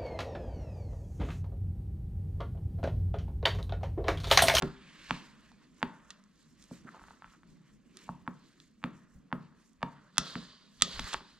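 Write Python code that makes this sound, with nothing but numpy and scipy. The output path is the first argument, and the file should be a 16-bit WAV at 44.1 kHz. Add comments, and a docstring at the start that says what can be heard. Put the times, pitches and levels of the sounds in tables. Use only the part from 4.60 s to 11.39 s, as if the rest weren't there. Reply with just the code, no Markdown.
"""Knocks at once, then scattered knocks, ticks, snaps and strokes over almost seven seconds of low room hum.
A squeegee blade works vinyl film on a car lamp in a quiet garage, close to the ports of a two-port camera.
Knocks, thumps and film snaps are struck modes; a slipping blade judders; strokes rub, swish and hiss,
a sleeve rustles and the hands bump the car body, all as coloured noise under swelling levels.
A sparse-tap tail gives the garage."""
import sys
import numpy as np
from scipy import signal
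from scipy.fft import rfft, irfft, next_fast_len
from scipy.io import wavfile
from scipy.ndimage import uniform_filter1d

SR = 44100
rng = np.random.default_rng(int(sys.argv[2]) if len(sys.argv) > 2 else 0)


def undo_db(level):
    """Turn decibels back into plain size, where 20 dB means ten times bigger."""
    steps = np.asarray(level, float) / 20
    return 10 ** steps


def to_wav(s):
    """Save 16-bit WAV."""
    ch = np.atleast_2d(s).T  # columns
    pcm = np.round(np.clip(ch, -1, 1) * 32767)  # PCM
    wavfile.write(sys.argv[1], SR, pcm.astype(np.int16))


N = 299649

# Spectra of the noise layers; only the shape counts: pitch_hz, density_db (relative, per Hz)
HUM_SPECTRUM = [(47, -58.5), (80, -51), (140, -2.5), (232, 2.5), (270, -6.5), (311, -4.5), (373, -14.5),
                (565, -21.5), (900, -32), (1170, -25), (1980, -120)]
RUMBLE_SPECTRUM = [(15, -15), (30, 2), (65, -1), (105, -12), (150, -45)]
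RUB_SPECTRUM = [(240, -33.5), (400, -6.5), (524, -26), (607, -10.5), (681, -26), (1050, -7), (1500, -9),
                (2000, -13.5), (2600, -38.5), (4400, -120)]
SWISH_SPECTRUM = [(1200, -28), (1700, -3.5), (2000, -6), (2700, -6), (3500, -10.5), (5000, -17),
                  (8000, -23.5), (14000, -52)]
HISS_SPECTRUM = [(2200, -29), (3000, -10), (3500, -8.5), (4000, -6.5), (4400, -5.5), (4800, -7.5),
                 (5500, -17.5), (7000, -20), (12000, -47), (16000, -52)]
RUSTLE_SPECTRUM = [(2500, -29.5), (4000, -16.5), (5200, -1.5), (6500, 1.5), (7500, 1.5), (8800, -7),
                   (10500, -10.5), (13000, -15.5), (16000, -37.5)]
PANEL_SPECTRUM = [(200, -40), (350, -3), (500, 0), (700, -4), (1100, -40)]
# Left-right likeness of diffuse sound at the two ports: pitch_hz, likeness (0 to 1)
PORT_LIKENESS = [(60, 0.28), (180, 0.34), (550, 0.09), (1650, 0.79), (4970, 0.32), (15000, 0.18)]

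# Drift of the hum in the room: time_s, level_db
HUM_DRIFT = [(0, -63), (1.05, -60), (1.4, -62), (1.65, -68), (2.1, -66), (2.25, -60), (2.65, -65),
             (2.9, -60), (3.2, -64), (3.45, -60), (4.0, -65), (4.6, -62), (5.1, -66), (6.79, -65)]
# Bumps of the hands through the car body: crest_s, level_db
HAND_BUMPS = [(0.075, -50), (0.4, -59), (0.52, -52), (0.69, -66), (0.87, -68), (1.13, -66), (1.47, -71),
              (2.0, -65), (2.2, -64), (2.42, -58), (2.5, -59), (2.68, -65), (2.91, -65), (3.14, -61),
              (3.27, -68), (3.52, -54), (3.62, -62), (4.17, -68), (4.35, -66), (4.56, -55), (4.8, -60),
              (4.9, -66), (5.87, -67), (6.235, -50), (6.405, -42), (6.445, -43), (6.56, -47)]
# Strokes of the blade, rise and fade being times for 20 dB:
# crest_s, rise_s, fade_s, lens_rub_db, felt_swish_db, edge_hiss_db
BLADE_STROKES = [(0.04, .03, .2, -50, -59, -59), (0.28, .3, .3, -65, -59, -82),
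                 (0.55, .37, .2, -57, -50, -56), (0.84, .3, .3, -71, -67, -73),
                 (1.04, .15, .1, -70, -71, -72), (1.19, .12, .1, -74, -69, -75),
                 (1.36, .2, .3, -72, -69, -88), (1.5, .1, .25, -66, -70, -90),
                 (1.82, .2, .2, -74, -76, -72), (2.02, .15, .2, -74, -70, -73),
                 (2.14, .1, .18, -66, -66, -67), (2.33, .12, .2, -62, -65, -71),
                 (2.49, .2, .25, -62, -70, -70), (2.72, .25, .1, -70, -68, -75),
                 (2.9, .15, .15, -77, -76, -75), (3.1, .3, .1, -72, -74, -79),
                 (3.41, .15, .25, -70, -62, -69), (3.86, .3, .3, -75, -71, -71),
                 (4.03, .12, .12, -82, -79, -73), (4.33, .1, .3, -72, -72, -84),
                 (4.83, .1, .15, -75, -70, -75), (5.02, .15, .15, -75, -77, -76),
                 (5.33, .1, .3, -65, -72, -74), (5.48, .1, .08, -65, -77, -79),
                 (5.67, .1, .38, -53, -58, -46), (6.33, .12, .25, -54, -54, -44),
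                 (6.49, .2, .12, -49, -47, -46), (6.55, .06, .07, -60, -54, -60),
                 (6.7, .2, .3, -73, -70, -63)]
# Rustles of the sleeve: crest_s, level_db, time_s for 20 dB up and again down
SLEEVE_RUSTLES = [(0.05, -69, .2), (0.52, -63, .35), (0.85, -75, .25), (1.03, -76, .15), (1.19, -70, .15),
                  (1.33, -72, .2), (1.5, -74, .25), (1.81, -73, .2), (1.91, -70, .1), (2.02, -65, .08),
                  (2.14, -62, .15), (2.3, -71, .2), (2.48, -69, .3), (2.72, -70, .12), (2.92, -74, .15),
                  (3.07, -75, .1), (3.14, -72, .06), (3.43, -66, .2), (3.74, -75, .15), (3.89, -73, .2),
                  (4.03, -70, .12), (4.25, -76, .1), (4.37, -72, .12), (4.54, -74, .1), (4.82, -80, .12),
                  (5.01, -72, .08), (5.07, -70, .1), (5.31, -75, .15), (5.44, -76, .1), (5.68, -56, .11),
                  (5.82, -66, .12), (6.32, -55, .2), (6.49, -51, .1), (6.72, -73, .25)]

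# Knocks on the lamp: start_s, peak_db, thump_db, hardness_db (per octave),
# ring_hz (housing modes near it ring on), thump_hz (cavity modes near it are favoured)
LAMP_BLOWS = [(0.021, -22, -27, -9, 750, 390), (0.024, -19.5, -29.5, -6, 1330, 91.4),
              (0.032, -23.5, -25, -9.5, 900, 280), (0.5076, -9, -27.5, -4.5, 1100, 190),
              (1.228, -8.5, -26.5, -5, 950, 253), (2.111, -40, -34.5, -17.5, 500, 218),
              (2.246, -50, -41, -4, 1100, 237), (3.49, -24.5, -33.5, -21, 1000, 169),
              (3.676, -20.5, -30, -13, 1177, 209), (4.239, -14.5, -25.5, -6, 1280, 203),
              (4.548, -65, -50, -8.5, 997, 148), (4.726, -15.5, -26, -10, 1200, 196),
              (5.228, -17.5, -35.5, -3.5, 1296, 178), (5.2293, -15, -28.5, -13, 960, 204),
              (5.581, -9.5, -30, -5, 1350, 180), (5.754, -22.5, -28.5, -9, 1500, 212),
              (6.22, -17.5, -33, -1.5, 1100, 215), (6.393, -18.5, -36.5, -2.5, 1050, 219),
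              (6.543, -13, -47.5, -6.5, 1055, 306), (6.606, -39, -50.5, -8, 940, 300)]
# Light ticks on the lens, thumping only softly: start_s, peak_db, ring_hz
LENS_TICKS = [(0.916, -47.5, 940), (2.394, -42, 1360), (2.416, -43, 1000), (2.438, -39, 1300),
              (2.483, -39, 1320), (2.507, -38, 1120), (2.621, -35, 1350), (2.643, -34, 1400),
              (2.66, -47, 1250), (2.678, -50, 1190), (2.736, -50, 1400), (2.832, -47, 1550),
              (6.361, -36, 1300), (6.443, -37, 1520), (6.532, -29, 1214)]
# Quick modes of the lens: pitch_hz, level_db (relative)
LENS_MODES = [(520, -8), (700, -8), (890, 2), (1100, -1), (1340, 0.5), (1550, -1), (1780, 1.5), (2250, 3),
              (2700, 8), (3500, 10), (4600, 9.5), (6200, 6), (8000, 6.5)]
# Slow modes of the lamp housing: pitch_hz, level_db (relative), t60_s
HOUSING_MODES = [(600, -4, .12), (759, -3, .18), (865, -6, .25), (907, 0, .4), (952, -4, .35),
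                 (1098, -8, .15), (1206, -5, .25), (1265, -5, .3), (1342, -1, .4), (1402, -5, .3),
                 (1530, -10, .1), (1620, -10, .1), (1900, -10, .08)]
# Modes of the hollow body behind the lens: pitch_hz, level_db (relative), t60_s
CAVITY_MODES = [(62, -8, .1), (100, -6, 0.033), (147.4, -5, 0.29), (178.2, 1.5, 0.15), (209, -17.5, 0.28),
                (237, 9.5, 0.065), (298, -9, 0.087), (390, 0, 0.12)]
# Snaps of the film off the blade: start_s, peak_db, centre_hz, spread_octaves
FILM_SNAPS = [(0.0225, -26.5, 3320, 0.94), (0.698, -56, 3070, 1.3), (0.9167, -52, 3170, 1.6),
              (1.504, -29.5, 2920, 1.1), (1.5072, -38.5, 3200, 1.5), (1.638, -51, 6160, 0.43),
              (2.0118, -52, 7360, 1.3), (2.0244, -41, 5680, 1.3), (2.0394, -44, 5790, 1.5),
              (3.3698, -32, 4770, 1.57), (3.389, -45, 4270, 0.81), (4.0003, -40, 3080, 0.79),
              (5.1313, -58.5, 7370, 0.61), (5.5803, -3.5, 4150, 1.57), (6.2206, -2, 3700, 1.24),
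              (6.3946, -20.5, 3130, 0.76), (6.4418, -33, 4310, 0.69), (6.5264, -31, 3320, 1.3),
              (6.5303, -36, 3540, 1.3), (6.5299, -22.5, 3050, 0.76), (6.535, -27, 3820, 1.6),
              (6.5384, -22.5, 3730, 0.83)]
# Modes of the stiff blade: pitch_hz, level_db (relative)
BLADE_MODES = [(1250, -5), (1900, -8.5), (2700, -8), (3420, -1.5), (3880, -2.5), (4420, -3.5), (5170, -3.5),
               (5600, -0.5), (6400, 3), (7300, 3.5), (8000, -5), (8700, 5.5), (10200, -16.5), (11700, -9),
               (13100, -15.5), (14800, -29.5)]
# Spells of judder while the blade is pushed: time_s, level_db, pitch_hz
JUDDER_SPELLS = [
    [(2.26, -56, 1370), (2.29, -52.5, 1360), (2.322, -93.5, 979), (2.33, -70.5, 935), (2.346, -51.5, 900),
     (2.46, -75, 1260)],
    [(2.72, -66.5, 1250), (2.738, -55, 1300), (2.77, -78, 1350)],
]

# What lingers after a hit: offset_db from the hit, delay_s to the crest, fade_s for 20 dB
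HUM_AFTER_THUMP = (-21, .02, .15)
BUMP_AFTER_THUMP = (-28, .015, .07)
RUB_AFTER_BLOW = (-50, .06, .4)
HISS_AFTER_SNAP = (-50, .03, .3)
DRUM_AFTER_SNAP = (-51, .04, .16)
DRUM_AFTER_THUMP = (-22, .012, .05)

# Decay of the garage: pitch_hz, t60_s
GARAGE_DECAY = [(150, 0.7), (500, 0.36), (1000, 0.41), (2000, 0.26), (4000, 0.38), (9000, 0.086)]
# Shade of the camera body on the left port: pitch_hz, level_db
LEFT_SHADE = [(60, -.4), (500, -.9), (2000, -1), (4000, -2.5), (6000, -3), (8500, -7), (13000, -5)]
# Phase of the left port against the right, negative being later: pitch_hz, phase_radians
LEFT_PHASE = [(60, 0), (500, -.1), (1000, -.22), (2000, -.45), (4000, -1), (6600, -1.6), (9500, -1),
              (12000, -1.9), (13500, -3.5)]


def evened(x):
    """Scales to unit rms."""
    return x / np.sqrt(np.mean(x ** 2) + 1e-20)


def read(points, hz):
    """Reads a curve on a log-frequency axis."""
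    f, value = np.transpose(points)
    return np.interp(np.log(hz + 1), np.log(f + 1), value)


def add(mix, s, db, part):
    """Mixes a sound in at its peak level."""
    at = round(s * SR)
    mix[at:at + len(part)] += undo_db(db) * part / abs(part).max()


def ring(hz, db, t60, rise_s, crest_s):
    """Struck modes that swell smoothly and crest as the surface springs back."""
    t = np.arange(SR // 3)[:, None] / SR
    decay = undo_db(db - 60 * t / t60)
    swell = 1 - np.exp(-(t / rise_s) ** 2)
    return (decay * np.cos(2 * np.pi * hz * (t - crest_s)) * swell).sum(1)


def noise(spectrum, size, count, patchy_db, flicker_db, wide):
    """Two ports of coloured noise with patches count bins wide and a flicker shared by all pitches."""
    frames, hz = 4 * N // size + 5, np.fft.rfftfreq(size, 1 / SR)
    a, b, c, d, patches = rng.standard_normal((frames, len(hz), 5)).T
    patches = uniform_filter1d(patches, count, 0)
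    patches = evened(uniform_filter1d(patches, 14, 1))
    flicker = evened(uniform_filter1d(rng.standard_normal(frames), 4))
    same = 1 - np.clip(wide * (1 - read(PORT_LIKENESS, hz)), 0, 1)[:, None]
    left = a + 1j * b
    right = same * left + np.sqrt(1 - same ** 2) * (c + 1j * d)
    colour_db = read(spectrum, hz)[:, None] + patchy_db * patches + flicker_db * flicker
    z = np.array([left, right]) * undo_db(colour_db)
    return evened(signal.istft(z, nperseg=size, noverlap=3 * size // 4)[1][:, :N])


def swells(floor_db, *groups):
    """A steady level or curve plus swells (crest s, rise s, fade s, dB) that climb and fall evenly in dB."""
    t = np.arange(0, N / SR + .002, .002)[:, None]
    if np.ndim(floor_db):
        floor_db = np.interp(t[:, 0], *np.transpose(floor_db))
    power = undo_db(2 * floor_db)  # doubled dB: powers add
    for s, rise, fade, db in groups:
        below_db = 20 * np.where(t < s, (s - t) / rise, (t - s) / fade)
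        power = power + undo_db(2 * (db - below_db)).sum(1)
    return np.interp(np.arange(N) / SR, t[:, 0], np.sqrt(power))


def after(s, db, rule):
    """The swell that lingers after hits of level db."""
    below_db, delay, fade = rule
    return s + delay, delay, fade, db + below_db


def room_hum():
    """Low hum of the room as drifting noise, with a boom that lingers after each thump."""
    s, _, thump_db = np.transpose(LAMP_BLOWS)[:3]
    level = swells(HUM_DRIFT, after(s, thump_db, HUM_AFTER_THUMP))
    return level * noise(HUM_SPECTRUM, size=2048, count=2, patchy_db=3.0, flicker_db=1.34, wide=0.5)


def body_rumble():
    """Very low noise through the car body, swelling with hand bumps and after thumps."""
    (bump_s, bump_db), (s, _, thump_db) = np.transpose(HAND_BUMPS), np.transpose(LAMP_BLOWS)[:3]
    rise_s, fade_s = .06, .065  # for 20 dB
    level = swells(-77, (bump_s, rise_s, fade_s, bump_db), after(s, thump_db, BUMP_AFTER_THUMP))
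    return level * noise(RUMBLE_SPECTRUM, size=2048, count=2, patchy_db=1.5, flicker_db=3.0, wide=.1)


def lens_rub():
    """Friction noise in the colour of the lens: strokes, plus the late echo of blows."""
    s, rise, fade, rub_db, _, _ = np.transpose(BLADE_STROKES)
    blow_s, blow_db = np.transpose(LAMP_BLOWS)[:2]
    level = swells(-83, (s, rise, fade, rub_db), after(blow_s, blow_db, RUB_AFTER_BLOW))
    return level * noise(RUB_SPECTRUM, size=512, count=3, patchy_db=1.5, flicker_db=1.4, wide=.3)


def felt_swish():
    """Friction noise of the felt, nearly alike at both ports, swelling with each stroke."""
    s, rise, fade, _, swish_db, _ = np.transpose(BLADE_STROKES)
    level = swells(-82, (s, rise, fade, swish_db))
    return level * noise(SWISH_SPECTRUM, size=512, count=4, patchy_db=2.0, flicker_db=1.6, wide=0.1)


def edge_hiss(snap):
    """Friction noise in the colour of the blade edge: strokes, late echo of snaps, and film flutter."""
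    s, rise, fade, _, _, hiss_db = np.transpose(BLADE_STROKES)
    snap_s, snap_db = np.transpose(FILM_SNAPS)[:2]
    # freed film flutters on after each snap, dying by 1/e in 8.5 ms
    flutter = undo_db(-5) * signal.lfilter([.002], [1, -np.exp(-1 / (SR * 0.0085))], abs(snap))
    level = swells(-87, (s, rise, fade, hiss_db), after(snap_s, snap_db, HISS_AFTER_SNAP)) + flutter
    return level * noise(HISS_SPECTRUM, size=512, count=3, patchy_db=1.2, flicker_db=.4, wide=.3)


def sleeve_rustle():
    """Patchy treble noise of the sleeve, spread between the ports like diffuse sound."""
    s, db, half = np.transpose(SLEEVE_RUSTLES)
    level = swells(-86, (s, half, half, db))
    return level * noise(RUSTLE_SPECTRUM, size=256, count=5, patchy_db=2, flicker_db=2.3, wide=1.0)


def blows():
    """Each blow knocks the lens, leaves the housing ringing and, a moment later, thumps the cavity."""
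    out = np.zeros(N + SR)
    f, db = np.transpose(LENS_MODES)
    f_slow, db_slow, t_slow = np.transpose(HOUSING_MODES * 3)  # each mode a bunch of three neighbours
    f_low, db_low, t_low = np.transpose(CAVITY_MODES)
    ticks = [(s, peak_db, peak_db - 24, -13, hz, 170) for s, peak_db, hz in LENS_TICKS]
    rows = LAMP_BLOWS + ticks
    chance = rng.uniform(-1, 1, (len(rows), 2, len(f_slow)))
    for (s, peak_db, thump_db, hard_db, ring_hz, thump_hz), (detune, step) in zip(rows, chance):
        # a soft, long contact cannot drive the high modes
        octaves = np.log2(f / ring_hz)
        bright_db = hard_db * np.maximum(octaves, 0) - 14. * np.minimum(octaves, 0) ** 2
        contact_s = .00016 * undo_db(-.55 * hard_db)
        crest_s = 2.4 * contact_s + .15 * step[:len(f)] / f
        knock = -ring(f, db + bright_db, 17 / f, contact_s, crest_s)  # 17 swings lose 60 dB
        # the place of the blow picks the slow modes
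        place_db = -27 - 260.0 * np.log2(f_slow / ring_hz) ** 2
        bunch_hz = f_slow * (1 + .035 * detune)
        knock += ring(bunch_hz, db_slow + place_db, t_slow, 0.0018, step / f_slow)
        add(out, s + .0006, peak_db, knock)
        near_db = -20.8 * np.log2(f_low / thump_hz) ** 2
        add(out, s + .0035, thump_db, ring(f_low, db_low + near_db, t_low, .004, 0.0018))
    return out[:N]


def snaps():
    """The film peels off along the edge, so the blade modes start out of step."""
    out = np.zeros(N + SR)
    f, db = np.transpose(BLADE_MODES)
    steps = rng.random((len(FILM_SNAPS), len(f)))
    for (s, peak_db, hz, spread), step in zip(FILM_SNAPS, steps):
        near_db = -6 * (np.log2(f / hz) / spread) ** 2
        snap = ring(f, db + near_db, 36 / f, 0.000095, step / f)  # 36 swings lose 60 dB
        add(out, s + 0.001, peak_db, snap)
    return out[:N]


def garage(x):
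    """Sparse random-sign taps, each band dying at its own speed; three tails take slow turns, varying the colour."""
    taps = np.zeros((6, SR))  # three tails for the left port, then three for the right
    at = np.arange(120, SR - 20, 20) + rng.integers(0, 20, (6, (SR - 121) // 20))
    np.put_along_axis(taps, at, rng.choice([-1., 1.], at.shape), 1)
    taps[3:] = 0.58 * taps[:3] + 0.12 * taps[3:]  # right: quieter and mostly alike
    hz, t, z = signal.stft(taps, SR, nperseg=256)
    decay = undo_db(-60 * t / read(GARAGE_DECAY, hz)[:, None])
    tails = signal.istft(z * decay, SR, nperseg=256)[1]
    tails[:, :120] = 0
    tails = tails / np.linalg.norm(tails[0])
    phase = np.arange(N) / SR / 1.7 + np.arange(3)[:, None] / 3
    turns = np.cos(np.pi * phase) * np.sqrt(2 / 3)  # the three powers sum to one
    wet = signal.fftconvolve(np.tile(x * turns, (2, 1)), tails, axes=1)[:, :N]
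    return wet.reshape(2, 3, N).sum(1)


def panel_drumming():
    """Drumming of the body panel: a band of noise that swells after thumps and snaps."""
    s, _, thump_db = np.transpose(LAMP_BLOWS)[:3]
    snap_s, snap_db = np.transpose(FILM_SNAPS)[:2]
    level = swells(-95, after(snap_s, snap_db, DRUM_AFTER_SNAP), after(s, thump_db, DRUM_AFTER_THUMP))
    return level * noise(PANEL_SPECTRUM, size=1024, count=2, patchy_db=2.0, flicker_db=1.5, wide=.3)


def judder():
    """Dense uneven slips of the pushed blade, each a click into a short resonance that wanders."""
    out = np.zeros(N)
    for rows in JUDDER_SPELLS:
        s, db, hz = np.transpose(rows)
        t = np.arange(s[0], s[-1], 1 / SR)
        sizes = undo_db(2.4 * np.minimum(rng.exponential(1, len(t)), 4))
        slips = sizes * (rng.random(len(t)) < 300 / SR)  # about 300 slips a second
        # filter around zero pitch, then turn up to the wandering pitch
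        turn = np.exp(2j * np.pi * np.cumsum(np.interp(t, s, hz)) / SR)
        r = np.exp(-np.pi * 700 / SR)
        voiced = (turn * signal.lfilter([1], [1, -2 * r, r * r], (slips - slips.mean()) / turn)).real
        level = undo_db(np.interp(t, s, db)) * signal.windows.tukey(len(t), .15)
        out[round(s[0] * SR):][:len(t)] += level * evened(voiced)
    return out


def scene():
    """Hits alike at both ports, their garage tail, and the noise layers around them."""
    snap = snaps()
    hits = blows() + snap + judder()
    steady = room_hum() + body_rumble()
    strokes = lens_rub() + felt_swish() + edge_hiss(snap)
    return hits + undo_db(-15.5) * garage(hits) + panel_drumming() + strokes + sleeve_rustle() + steady


def low_pass(x):
    """Removes everything above the highest recorded frequency."""
    return signal.sosfilt(signal.butter(12, 16510, fs=SR, output="sos"), x)


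def record(dry):
    """The left port lies later and shaded; block-wise filtering leaks dull copies one and two blocks early."""
    size = next_fast_len(N + 2048)
    hz = np.fft.rfftfreq(size, 1 / SR)
    block = np.exp(2j * np.pi * hz * 512 / 48000)  # one block early: 512 samples at 48 kHz
    dulling = 1 + (hz / 4500) ** 4
    leak = 1 + (undo_db(-22.5) * block + undo_db(-36.5) * block ** 2) / dulling
    left = undo_db(read(LEFT_SHADE, hz)) * np.exp(1j * read(LEFT_PHASE, hz))
    ports = rfft(dry, size) * leak * np.array([left, np.ones_like(left)])
    x = irfft(ports, size)[:, :N]
    x = x / (1 + (x / .92) ** 6) ** (1 / 6)  # the input stage rounds off the loudest peaks
    return low_pass(x)


dry = scene()
out = record(dry)
to_wav(out)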